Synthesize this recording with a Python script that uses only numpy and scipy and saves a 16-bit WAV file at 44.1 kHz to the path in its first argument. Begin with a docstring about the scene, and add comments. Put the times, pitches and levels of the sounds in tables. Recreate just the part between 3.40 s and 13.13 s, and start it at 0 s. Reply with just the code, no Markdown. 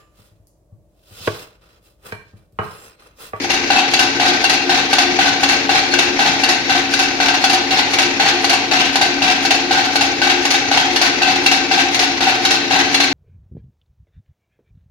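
"""In a hard-walled laboratory, a belt-driven piston air compressor runs at a steady speed.
Its slack belt laps twice a second, slapping, knocking and scuffing, so the sheet-metal guard rings.
The pump hums at multiples of its crank speed and throbs against the tone of the motor's fan.
Air rushes through the intake and the fan, and the belt's clatter echoes off the walls."""
import sys
import numpy as np
from scipy import signal
from scipy.fft import rfft, irfft, next_fast_len
from scipy.io import wavfile

SR = 44100
rng = np.random.default_rng(int(sys.argv[2]) if len(sys.argv) > 2 else 0)


def wav_out(sig):
    """Save sig, one row per channel (or a flat mono array), as 16-bit PCM at SR to the path in sys.argv[1]."""
    wavfile.write(sys.argv[1], SR, np.round(np.clip(np.atleast_2d(sig).T, -1, 1) * 32767).astype(np.int16))


N = 429093
FFT_SIZE = next_fast_len(N + 2 * SR, real=True)
HZ = np.maximum(np.arange(FFT_SIZE // 2 + 1) * SR / FFT_SIZE, 1)
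TIME = np.arange(N) / SR
SIDES = np.array([[1], [-1]])  # left, right; "pan" is how much louder the left is, "lead" how far ahead

# the belt slaps the guard once a lap:
# (time [s], force [dB], wait for the swing back [s], swing [dB], drag [dB], last brush [dB])
SLAPS = [(0.303, 2.5, 0.054, -1, -3, -12), (0.798, -2, 0.055, -2.5, 0, 1), (1.294, 1, 0.049, -7, 0, -6),
         (1.789, 1.5, 0.067, -6, -1, -6), (2.292, 0.5, 0.055, -3, 0, -8), (2.791, 0, 0.065, -4, -3, 3),
         (3.295, 0, 0.056, -1.5, -5, -6), (3.801, 1, 0.054, -4.5, -10, 9),
         (4.307, -15, 0.063, -5.5, -3, -11), (4.798, 0.5, 0.057, -0.5, 1.5, -1),
         (5.312, -6, 0.089, -7.5, -1, 6.5), (5.819, -3, 0.058, -2.5, 2, -3),
         (6.309, -0.5, 0.062, -6.5, -6, 9.5), (6.816, -5.5, 0.052, -8, 2, -6),
         (7.314, 0.5, 0.056, -3, -2, 2), (7.818, 0, 0.057, -1, -3, 6.5), (8.312, -1, 0.065, -2, 1.5, -10),
         (8.806, -5.5, 0.062, -0.5, -0.5, 3), (9.308, -4, 0.047, -4.5, 1.5, -3)]
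# how alike the two ears hear each pitch: (frequency [Hz], likeness [1 or more = the same])
EAR_LIKENESS = [(50, 2), (400, 0.34), (800, 1), (1300, 0), (2200, -0.22), (4500, 0.1), (6500, -0.26),
                (9000, 0.14)]


def belt():
    """The belt's blows and rubbing make the guard ring, hiss, squeak and rattle."""
    slap_blows, slap_rub, slap_ring = slapping()
    knock_blows, knock_rub, knock_ring = knocking()
    rub, hiss = slap_rub + knock_rub
    # hypot adds a faint steady level between the touches
    slips = stick_slip(slips_per_s=1200, spread_db=2.0) * np.hypot(rub, from_db(-29.0))
    ringing = from_db(20.5) * guard(slips, vary_db=3.0)
    ringing += clack(slap_blows + knock_blows, level_db=23.5, vary_db=0.3)
    ringing += groan(rub, pitch_hz=749.7, waver_hz=20, level_db=-3.0, pan_db=4.0)
    hissing = friction(hiss, knock_hiss=knock_rub[1], flicker_db=1.5)
    shaking = from_db(-7.5) * np.hypot(hiss, from_db(-25.5))
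    ticking = rattle(shaking, low_hz=1740, high_hz=5440, ring_s=0.0046, spread_db=13.5, count=3000)
    squeaking = squeaks(waver_hz=10, level_db=8.5, pan_db=8.5, lead=0.94)
    return ringing + slap_ring + knock_ring + hissing + ticking + squeaking


def slapping():
    """The belt slaps, swings back, drags and brushes off; gives blows, rubbing and bracket ring."""
    # now and then the rubbing belt catches and snaps against the guard: (time [s], strength [dB])
    snaps = [(0.387, -3.5), (1.586, -5.5), (2.587, 0.5), (3.883, 0), (4.388, -1), (5.098, -3), (5.366, -6),
             (6.106, 0.5), (6.899, -6), (7.372, -1.5)]
    slap_s, force_db, wait_s, swing_db, drag_db, brush_db = np.transpose(SLAPS)
    snap_s, snap_db = np.transpose(snaps)
    swing_s, drag_s, brush_s = slap_s + wait_s, slap_s + 0.0778, slap_s + 0.1363
    slap = touches(slap_s, -16.5, -16.0, rise_s=0.00095, hold_s=0.029, fade_s=0.28)
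    swing = touches(swing_s, swing_db - 14, -20.0, rise_s=0.005, hold_s=0.0076, fade_s=0.059)
    drag = touches(drag_s, drag_db - 21, drag_db - 17.5, rise_s=0.0057, hold_s=0.022, fade_s=0.041)
    snap = touches(snap_s, snap_db - 17, snap_db - 17, rise_s=0.0012, hold_s=0.0048, fade_s=0.045)
    brush = touches(brush_s, brush_db - 27, brush_db - 24.5, rise_s=0.0043, hold_s=0.011, fade_s=0.066)
    blows = clicks(slap_s, force_db + 13.5) + clicks(swing_s, swing_db + 12)
    ring = pings(slap_s, -19.0, vary_db=2.5, detune=0.0052)
    ring += pings(swing_s, swing_db - 24.5, vary_db=3.5, detune=0.014)
    ring += pings(snap_s, snap_db - 17.5, vary_db=2.0, detune=0.0029)
    return soften(blows, cutoff_hz=3400), slap + swing + drag + snap + brush, ring


def knocking():
    """The belt grazes, knocks hard, scuffs and bounces; gives blows, rubbing and bracket ring."""
    # short bright knocks, half a lap from the slaps:
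    # (time [s], force [dB], brightness [dB], wait for the scuff [s], scuff [dB], bounce [dB])
    knocks = [(0.045, -8.5, -20, 0.057, -6, -1), (0.536, -3, 1, 0.055, 2, -2.5),
              (1.041, -1.5, -1.5, 0.053, 1, 1.5), (1.53, 2.5, 0, 0.053, 2, -3),
              (2.032, -1, 0.5, 0.055, 1, 0.5), (2.537, -11, -3, 0.051, -4, -4),
              (3.035, -1, -1, 0.053, 1, -4), (3.536, -9, -4.5, 0.054, 0, -1.5),
              (4.04, 1, 0.5, 0.056, -3.5, 5), (4.535, -8, -2, 0.05, 3.5, 1),
              (5.043, -1, -1, 0.051, -3, 4.5), (5.556, 0.5, -1, 0.056, 4, -5),
              (6.05, -4, -5, 0.056, -3, -1.5), (6.556, 1, -1, 0.053, 1, -5),
              (7.052, -4, -2, 0.052, -4.5, 5.5), (7.559, -9, -0.5, 0.055, 3, 1.5),
              (8.061, -3, 2, 0.052, 1, -4), (8.544, -18, -2, 0.047, -3, 4),
              (9.05, -5.5, 3, 0.056, -0.5, -1), (9.543, -8, 2, 0.057, 1.5, 0)]
    knock_s, force_db, bright_db, wait_s, scuff_db, bounce_db = np.transpose(knocks)
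    scuff_s = knock_s + wait_s
    bounce_s = scuff_s + 0.041
    graze = touches(knock_s - 0.036, -53, -26.0, rise_s=0.012, hold_s=0.028, fade_s=0.04)
    knock = touches(knock_s, force_db - 19, bright_db - 13, rise_s=0.0017, hold_s=0.0066, fade_s=0.088)
    scuff = touches(scuff_s, scuff_db - 14.5, 0.25 * scuff_db - 12.5,
                    rise_s=0.002, hold_s=0.0059, fade_s=0.15)
    bounce = touches(bounce_s - 0.008, bounce_db - 20.5, bounce_db - 22,
                     rise_s=0.0049, hold_s=0.013, fade_s=0.084)
    blows = clicks(knock_s, force_db + 14) + clicks(scuff_s, scuff_db + 6.5)
    blows += clicks(bounce_s, bounce_db + 5)
    ring = pings(knock_s, bright_db - 17, vary_db=3.5, detune=0.0013)
    ring += pings(scuff_s, -19.5, vary_db=2.0, detune=0.0066)
    ring += pings(bounce_s, bounce_db - 27, vary_db=3.5, detune=0.0057)
    return soften(blows, cutoff_hz=7050), graze + knock + scuff + bounce, ring


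def touches(starts, rub_db, hiss_db, rise_s, hold_s, fade_s, vary_db=0.7):
    """The belt presses, holds and lets go (60 dB down in fade_s); gives two strengths: rub and hiss."""
    strengths = np.zeros((2, N))
    levels = np.transpose(np.broadcast_arrays(rub_db, hiss_db))
    levels = levels + vary_db * rng.standard_normal((len(starts), 2))
    for start, level_db in zip(starts, levels):
        near = slice(max(int(start * SR), 0), int(start * SR) + SR // 2)
        age = TIME[near] - start
        press = np.clip(age / rise_s, 0, 1)
        let_go = np.exp(-np.log(1000) * np.maximum(age - rise_s - hold_s, 0) / fade_s)
        strengths[:, near] += from_db(level_db)[:, None] * press * let_go
    return strengths


def clicks(starts, blow_db):
    """One click for each blow."""
    return np.bincount((starts * SR).astype(int), from_db(blow_db), N)[:N]


def soften(blows, cutoff_hz):
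    """Rubber is soft, so its blows lose their treble."""
    return signal.sosfilt(signal.butter(1, cutoff_hz, fs=SR, output="sos"), blows + 1e-18)


def stick_slip(slips_per_s, spread_db):
    """Rubber grips metal and lets go in small, uneven slips."""
    slips = (rng.random(N) < slips_per_s / SR) * rng.choice([-1, 1], N)
    slips = slips * from_db(spread_db * rng.standard_normal(N))
    return slips / np.std(slips)


def guard(slips, vary_db):
    """Each note of the guard takes a changing share of the slips as the belt lands on other spots."""
    # the panel's ringing notes: (pitch [Hz], width [Hz], level [dB], pan [dB], lead [rad])
    panel_notes = [(719, 15, -5.5, -2, -0.6), (766.4, 17.6, -7, -5, 0), (839, 76, -8.5, 5, -1),
                   (1504, 45, -11, -10, 3), (1548.5, 24.5, -5, 11, 2.5), (1950, 34, -14.5, 13, 6.5),
                   (2310, 30, -13.5, 5, 5), (2637, 68, -9, 11, 0.5), (2737, 54, -14.5, -3, -3.5),
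                   (3793, 130, -14, 7, 6), (4390, 29, -8.5, -8, 3.5), (5310, 24, -14, -10, -6)]
    return ring_metal(slips, panel_notes, vary_db, changes_per_s=59)


def clack(blows, level_db, vary_db):
    """Blows ring the guard's stiff frame: a short metal clack, a little different each time."""
    # the frame's ringing notes: (pitch [Hz], width [Hz], level [dB], pan [dB], lead [rad])
    frame_notes = [(783.7, 31, 3.5, 4, 0.48), (1520, 51, -2.5, 5.5, 1.84)]
    return from_db(level_db) * ring_metal(blows, frame_notes, vary_db, changes_per_s=17)


def ring_metal(push, notes, vary_db, changes_per_s):
    """Pushed metal rings at its own notes, each wandering in strength."""
    spectrum = 0
    for note in notes:
        share = from_db(vary_db * drift(changes_per_s))
        spectrum = spectrum + rfft(push * share, FFT_SIZE) * resonances([note])
    return irfft(spectrum, FFT_SIZE)[:, :N]


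def pings(starts, level_db, vary_db, detune):
    """Blows ring the guard's steel brackets, at slightly different strengths and pitches each time."""
    # the brackets' ringing notes: (pitch [Hz], time to peak [s], level [dB], pan [dB], lead [rad])
    bracket_notes = [(1975, .005, -14, 7, 1.7), (2270, .008, -6, 5, 2), (2703, 0.0046, -1.5, 14, 2.5),
                     (2796, 0.0031, -0.5, 4, 0), (2880, 0.0037, -5.5, 1, -0.2),
                     (3340, 0.0032, -12, -6, 2.3), (3410, 0.0036, -5, 6, -1), (3840, 0.006, -4.5, -3, -.5),
                     (4180, .006, -3.5, -7, 3), (4350, 0.0079, -4.5, 4, .5), (4650, 0.0045, -5, -4, 1),
                     (5070, 0.0045, -9, 3, -3), (5360, .005, -15, -3, 1), (6200, 0.0033, -10, 3, 2.5)]
    hz, rise_s, note_db, pan_db, lead = np.transpose(bracket_notes)[..., None]
    out, age = np.zeros((2, N + SR)), TIME[:SR // 14]
    envelope = age / rise_s * np.exp(1 - age / rise_s)
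    ears = pan(0, pan_db.T) * np.exp(.5j * SIDES * lead.T)
    for start, blow_db in np.broadcast(starts, level_db):
        share, tuning, phase = rng.standard_normal((3, len(hz), 1))
        tones = np.exp(2j * np.pi * (hz * (1 + detune * tuning) * age + phase))
        rings = from_db(blow_db + note_db + vary_db * share) * envelope * tones
        first = int(start * SR)
        out[:, first:first + len(age)] += (ears @ rings).real
    return out[:, :N]


def groan(rub, pitch_hz, waver_hz, level_db, pan_db):
    """While it rubs, the belt chatters on the guard at a rough pitch."""
    angle = 2 * np.pi * np.cumsum(pitch_hz + waver_hz * drift(per_s=160)) / SR
    return pan(level_db, pan_db) * rub * np.sin(angle)


def friction(hiss, knock_hiss, flicker_db):
    """Rubbing makes a grainy hiss, sharpest at the knocks and scuffs."""
    # tone colour of the rubbing: (frequency [Hz], level [dB])
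    hiss_colour = [(300, -12.5), (600, -9.5), (1200, 0.5), (1800, 3.5), (2800, 4), (3300, 4), (4200, 4.5),
                   (5200, -3.5), (6400, -1), (7600, -14.5), (10000, -19.5), (14000, -25.5)]
    # sharp treble of the knocks and scuffs: (frequency [Hz], level [dB])
    sizzle_colour = [(2000, -58), (4500, 32), (7000, 24.5), (8000, 3), (9000, 22.5), (9700, 7),
                     (10700, 16.5), (14000, 1)]
    rubbing = stereo_noise(hiss_colour, hiss * from_db(flicker_db * drift(per_s=380)))
    sizzle = stereo_noise(sizzle_colour, knock_hiss * from_db(-6.0 + flicker_db * drift(per_s=130)))
    return rubbing + sizzle


def rattle(shaking, low_hz, high_hz, ring_s, spread_db, count):
    """Loose mesh and fittings tick at random times and pitches, as hard as they are shaken."""
    age = TIME[:512]
    when, pitch, lead, strength = rng.random((count, 4)).T[..., None]
    start = (when * (N - len(age))).astype(int)
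    height = shaking[start] * from_db(spread_db * strength ** 3)  # a few ticks stand out
    angle = 2 * np.pi * (low_hz + pitch * (high_hz - low_hz)) * age
    ticks = [height * np.exp(-age / ring_s) * np.sin(angle + side * np.pi * lead) for side in (1, -1)]
    samples = (start + np.arange(len(age))).ravel()
    return np.array([np.bincount(samples, ear.ravel(), N) for ear in ticks])


def squeaks(waver_hz, level_db, pan_db, lead):
    """The rubber sticks and slips at a high, unsteady pitch, heard from the left."""
    # squeaks near the guard's notes: (middle [s], pitch [Hz], level [dB], half length [s])
    belt_squeaks = [(0.307, 2800, -22, 0.009), (0.55, 2680, -20, 0.01), (1.023, 4350, -39, 0.029),
                    (1.058, 2740, -20, 0.011), (1.528, 4360, -30, 0.022), (1.882, 1518, -21, 0.0099),
                    (2.038, 2720, -18, 0.0071), (2.528, 4339, -25, 0.027), (2.541, 1540, -16, 0.0061),
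                    (3.04, 2780, -17, 0.009), (3.05, 4335, -33, 0.022), (3.305, 2710, -23, 0.021),
                    (3.54, 1529, -18.5, 0.0073), (4.043, 4360, -28, 0.045), (4.865, 4330, -30, 0.032),
                    (5.398, 2740, -23, 0.014), (6.053, 4340, -38, 0.043), (6.827, 1540, -16.5, 0.012),
                    (7.834, 2670, -16, 0.0058), (8.57, 4340, -32, 0.018), (9.619, 4300, -29.5, 0.033)]
    out = np.zeros((2, N))
    wander = np.cumsum(waver_hz * drift(per_s=350)) / SR
    for middle_s, pitch_hz, peak_db, half_s in belt_squeaks:
        near = np.abs(TIME - middle_s) < half_s
        swell = np.cos(np.pi / 2 * (TIME[near] - middle_s) / half_s) ** 2
        angle = 2 * np.pi * (pitch_hz * TIME[near] + wander[near])
        out[:, near] += pan(peak_db + level_db, pan_db) * swell * np.sin(angle + SIDES * lead / 2)
    return out


def thud(pitch_hz, width_hz, level_db):
    """After each slap the loose stretch of belt flaps with a low thud."""
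    slap_s = np.transpose(SLAPS)[0]
    flap, _ = touches(slap_s, -0.5, 0, rise_s=0.005, hold_s=0.11, fade_s=0.18)
    boom = resonances([(pitch_hz, width_hz, 0, 2, 0)]) ** 2
    return from_db(level_db) * filtered(flap * rng.standard_normal(N), boom)


def pump(crank_hz, level_db, pan_db, waver):
    """The piston's strokes hum in wavering tones at multiples of the crank speed."""
    # the tones of the hum: (multiple of the crank speed, level [dB])
    hum_tones = [(3, -64), (4, -57), (6, -54), (8, -49.5), (10, -58), (12, -49), (14, -50.5), (16, -43),
                 (17, -47), (18, -30.5), (19, -50), (22, -37), (23, -41.5), (28, -44), (29, -44.5),
                 (30, -48)]
    crank = 2 * np.pi * crank_hz * TIME
    crank += 0.0035 * np.sin(crank)  # the flywheel slows each time the air is squeezed
    hum = np.zeros(N)
    for multiple, tone_db in hum_tones:
        angle = multiple * crank + 2 * np.pi * rng.random()
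        hum += np.sqrt(2) * from_db(tone_db) * (1 + waver * drift(per_s=2.545)) * np.sin(angle)
    return pan(level_db, pan_db) * hum


def motor(tone_hz, level_db, pan_db, waver, lead):
    """The motor's fan sings just off one of the pump's tones, so the hum throbs."""
    # moments when the fan's tone swells: (time [s], rise [dB])
    swells = [(0.95, 13.5), (1.3, 12), (1.72, 14), (2.54, 16), (2.72, 14.5), (3.13, 12.5), (3.8, 10),
              (4.18, 11), (4.67, 11), (4.95, 11), (5.7, 11), (6.25, 7), (7.0, 13), (7.45, 10), (7.82, 11),
              (8.0, 15)]
    swell_db = sum(rise_db * np.exp(-((TIME - peak_s) / 0.073) ** 2) for peak_s, rise_db in swells)
    angle = 2 * np.pi * (tone_hz * TIME + np.cumsum(drift(per_s=4.4)) / SR)
    loudness = pan(level_db + swell_db, pan_db) * (1 + waver * drift(per_s=4.2))
    return np.sqrt(2) * loudness * np.sin(angle + SIDES * lead / 2)


def intake(level_db):
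    """Swirling air is sucked in and booms in the tank."""
    # notes of the intake and tank: (pitch [Hz], width [Hz], level [dB], pan [dB], lead [rad])
    tank_notes = [(124.5, 18, -18, -6, -0.2), (185, 10, -28.5, -20, 0.056), (287, 29, 0.5, -0.5, 0.016),
                  (347.8, 7.2, 1, 11, -0.21), (435, 14, -12, 6, .1)]
    return from_db(level_db) * filtered(rng.standard_normal(N), resonances(tank_notes))


def air_rush(level_db, flicker_db):
    """Air and fan make a constant rush whose level flickers quickly."""
    # tone colour of the rush: (frequency [Hz], level [dB])
    rush_colour = [(20, -4), (40, -15), (90, 0), (180, -1.5), (260, -1), (420, 5), (600, 1), (1200, -2),
                   (2300, 10), (3300, -2.5), (4300, 1.5), (6400, 1.5), (8000, -26), (14000, -31)]
    return from_db(level_db) * stereo_noise(rush_colour, from_db(flicker_db * drift(per_s=90)))


def swaying_echo(sound, turns_per_s):
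    """The listening point sways between two spots, so the echo's colour keeps shifting."""
    angle = 2 * np.pi * turns_per_s * TIME
    here, there = room_echo(sound, first_echo_s=0.0022), room_echo(sound, first_echo_s=0.0065)
    return np.cos(angle) * here + np.sin(angle) * there


def room_echo(sound, first_echo_s):
    """Hard walls give dense echoes that die sooner in the treble; the bass reaches both ears alike."""
    # how long the room rings: (frequency [Hz], time to fade by 60 dB [s])
    fade_times = [(250, 1.0), (800, 0.88), (1500, 0.82), (3000, 0.91), (6000, 0.55), (12000, 0.15)]
    age, tail = TIME[:SR], 0
    edges_hz = np.geomspace(100, 16000, 9)
    for low, high in zip(edges_hz, edges_hz[1:]):
        centre_hz = np.sqrt(low * high)
        band = signal.butter(2, [low, high], "band", fs=SR, output="sos")
        mid, side = signal.sosfilt(band, rng.standard_normal((2, SR)))
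        alike = np.clip(at_hz(EAR_LIKENESS, centre_hz), 0, 1)
        pair = np.sqrt(1 + alike) * mid + SIDES * np.sqrt(1 - alike) * side
        tail = tail + pair * np.exp(-np.log(1000) * age / at_hz(fade_times, centre_hz))
    return filtered(sound, rfft(tail * (age > first_echo_s), FFT_SIZE))


def stereo_noise(colour_table, envelope):
    """Coloured noise, alike in both ears in the bass and nearly unrelated in the treble."""
    # how much louder the left ear hears the noise: (frequency [Hz], pan [dB])
    balance = [(60, 3), (400, 9), (1100, 5), (2300, 6.5), (3200, -0.5), (4500, 6.5), (6300, -3),
               (12000, -0.5)]
    mid, side = rfft(rng.standard_normal((2, N)) * envelope, FFT_SIZE)
    alike = np.clip(at_hz(EAR_LIKENESS, HZ), -1, 1)
    pair = np.sqrt((1 + alike) / 2) * mid + SIDES * np.sqrt((1 - alike) / 2) * side
    pair *= pan(0, at_hz(balance, HZ))
    colour = from_db(at_hz(colour_table, HZ))
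    return irfft(pair * colour / np.sqrt(np.mean(colour ** 2)), FFT_SIZE)[:, :N]


def resonances(notes):
    """A left and right filter for an object's ringing notes, each sent out in its own direction."""
    response = 0
    for pitch_hz, width_hz, level_db, pan_db, lead in notes:
        peak = 1 / (1 + 1j * (HZ ** 2 - pitch_hz ** 2) / (HZ * width_hz))
        response = response + peak * pan(level_db, pan_db) * np.exp(.5j * SIDES * lead)
    return response


def filtered(sound, response):
    """Apply a filter, scaled so that white noise would keep its power."""
    average_gain = np.sqrt(np.mean(np.abs(response) ** 2))
    return irfft(rfft(sound, FFT_SIZE) * response / average_gain, FFT_SIZE)[..., :N]


def drift(per_s):
    """A curve gliding between random values of about size 1, per_s of them a second."""
    points = rng.standard_normal(4096)
    return np.interp(TIME * per_s, np.arange(len(points)), points)


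def at_hz(table, hz):
    """Read between a table's rows, with octaves evenly spaced."""
    freqs, values = np.transpose(table)
    return np.interp(np.log(hz), np.log(freqs), values)


def pan(level_db, pan_db):
    """Left and right gains, the left louder by pan_db."""
    return from_db(level_db + SIDES * pan_db / 2)


def from_db(db):
    """Turn decibels into a gain."""
    return 10 ** (np.asarray(db) / 20)


def scene():
    """Belt, pump and fan together in the room."""
    clatter = belt()
    hum = pump(crank_hz=15.395, level_db=0.5, pan_db=5.5, waver=0.2) + intake(level_db=-29.5)
    hum += motor(tone_hz=356.3, level_db=-39.5, pan_db=4.5, waver=0.18, lead=-0.69)
    flapping = thud(pitch_hz=181, width_hz=130, level_db=-38.5)
    rush = air_rush(level_db=-25.0, flicker_db=3.54)
    echo = swaying_echo(clatter, turns_per_s=0.4242)
    return from_db(-2.0) * clatter + from_db(-7.0) * echo + flapping + hum + rush


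def record(dry):
    """Round off the loudest peaks and cut the highest treble."""
    ceiling, cutoff_hz = 1.33, 14400
    rounded = ceiling * np.tanh(dry / ceiling)
    return signal.sosfilt(signal.ellip(10, .1, 80, cutoff_hz, fs=SR, output="sos"), rounded)


dry = scene()
out = record(dry)
wav_out(out)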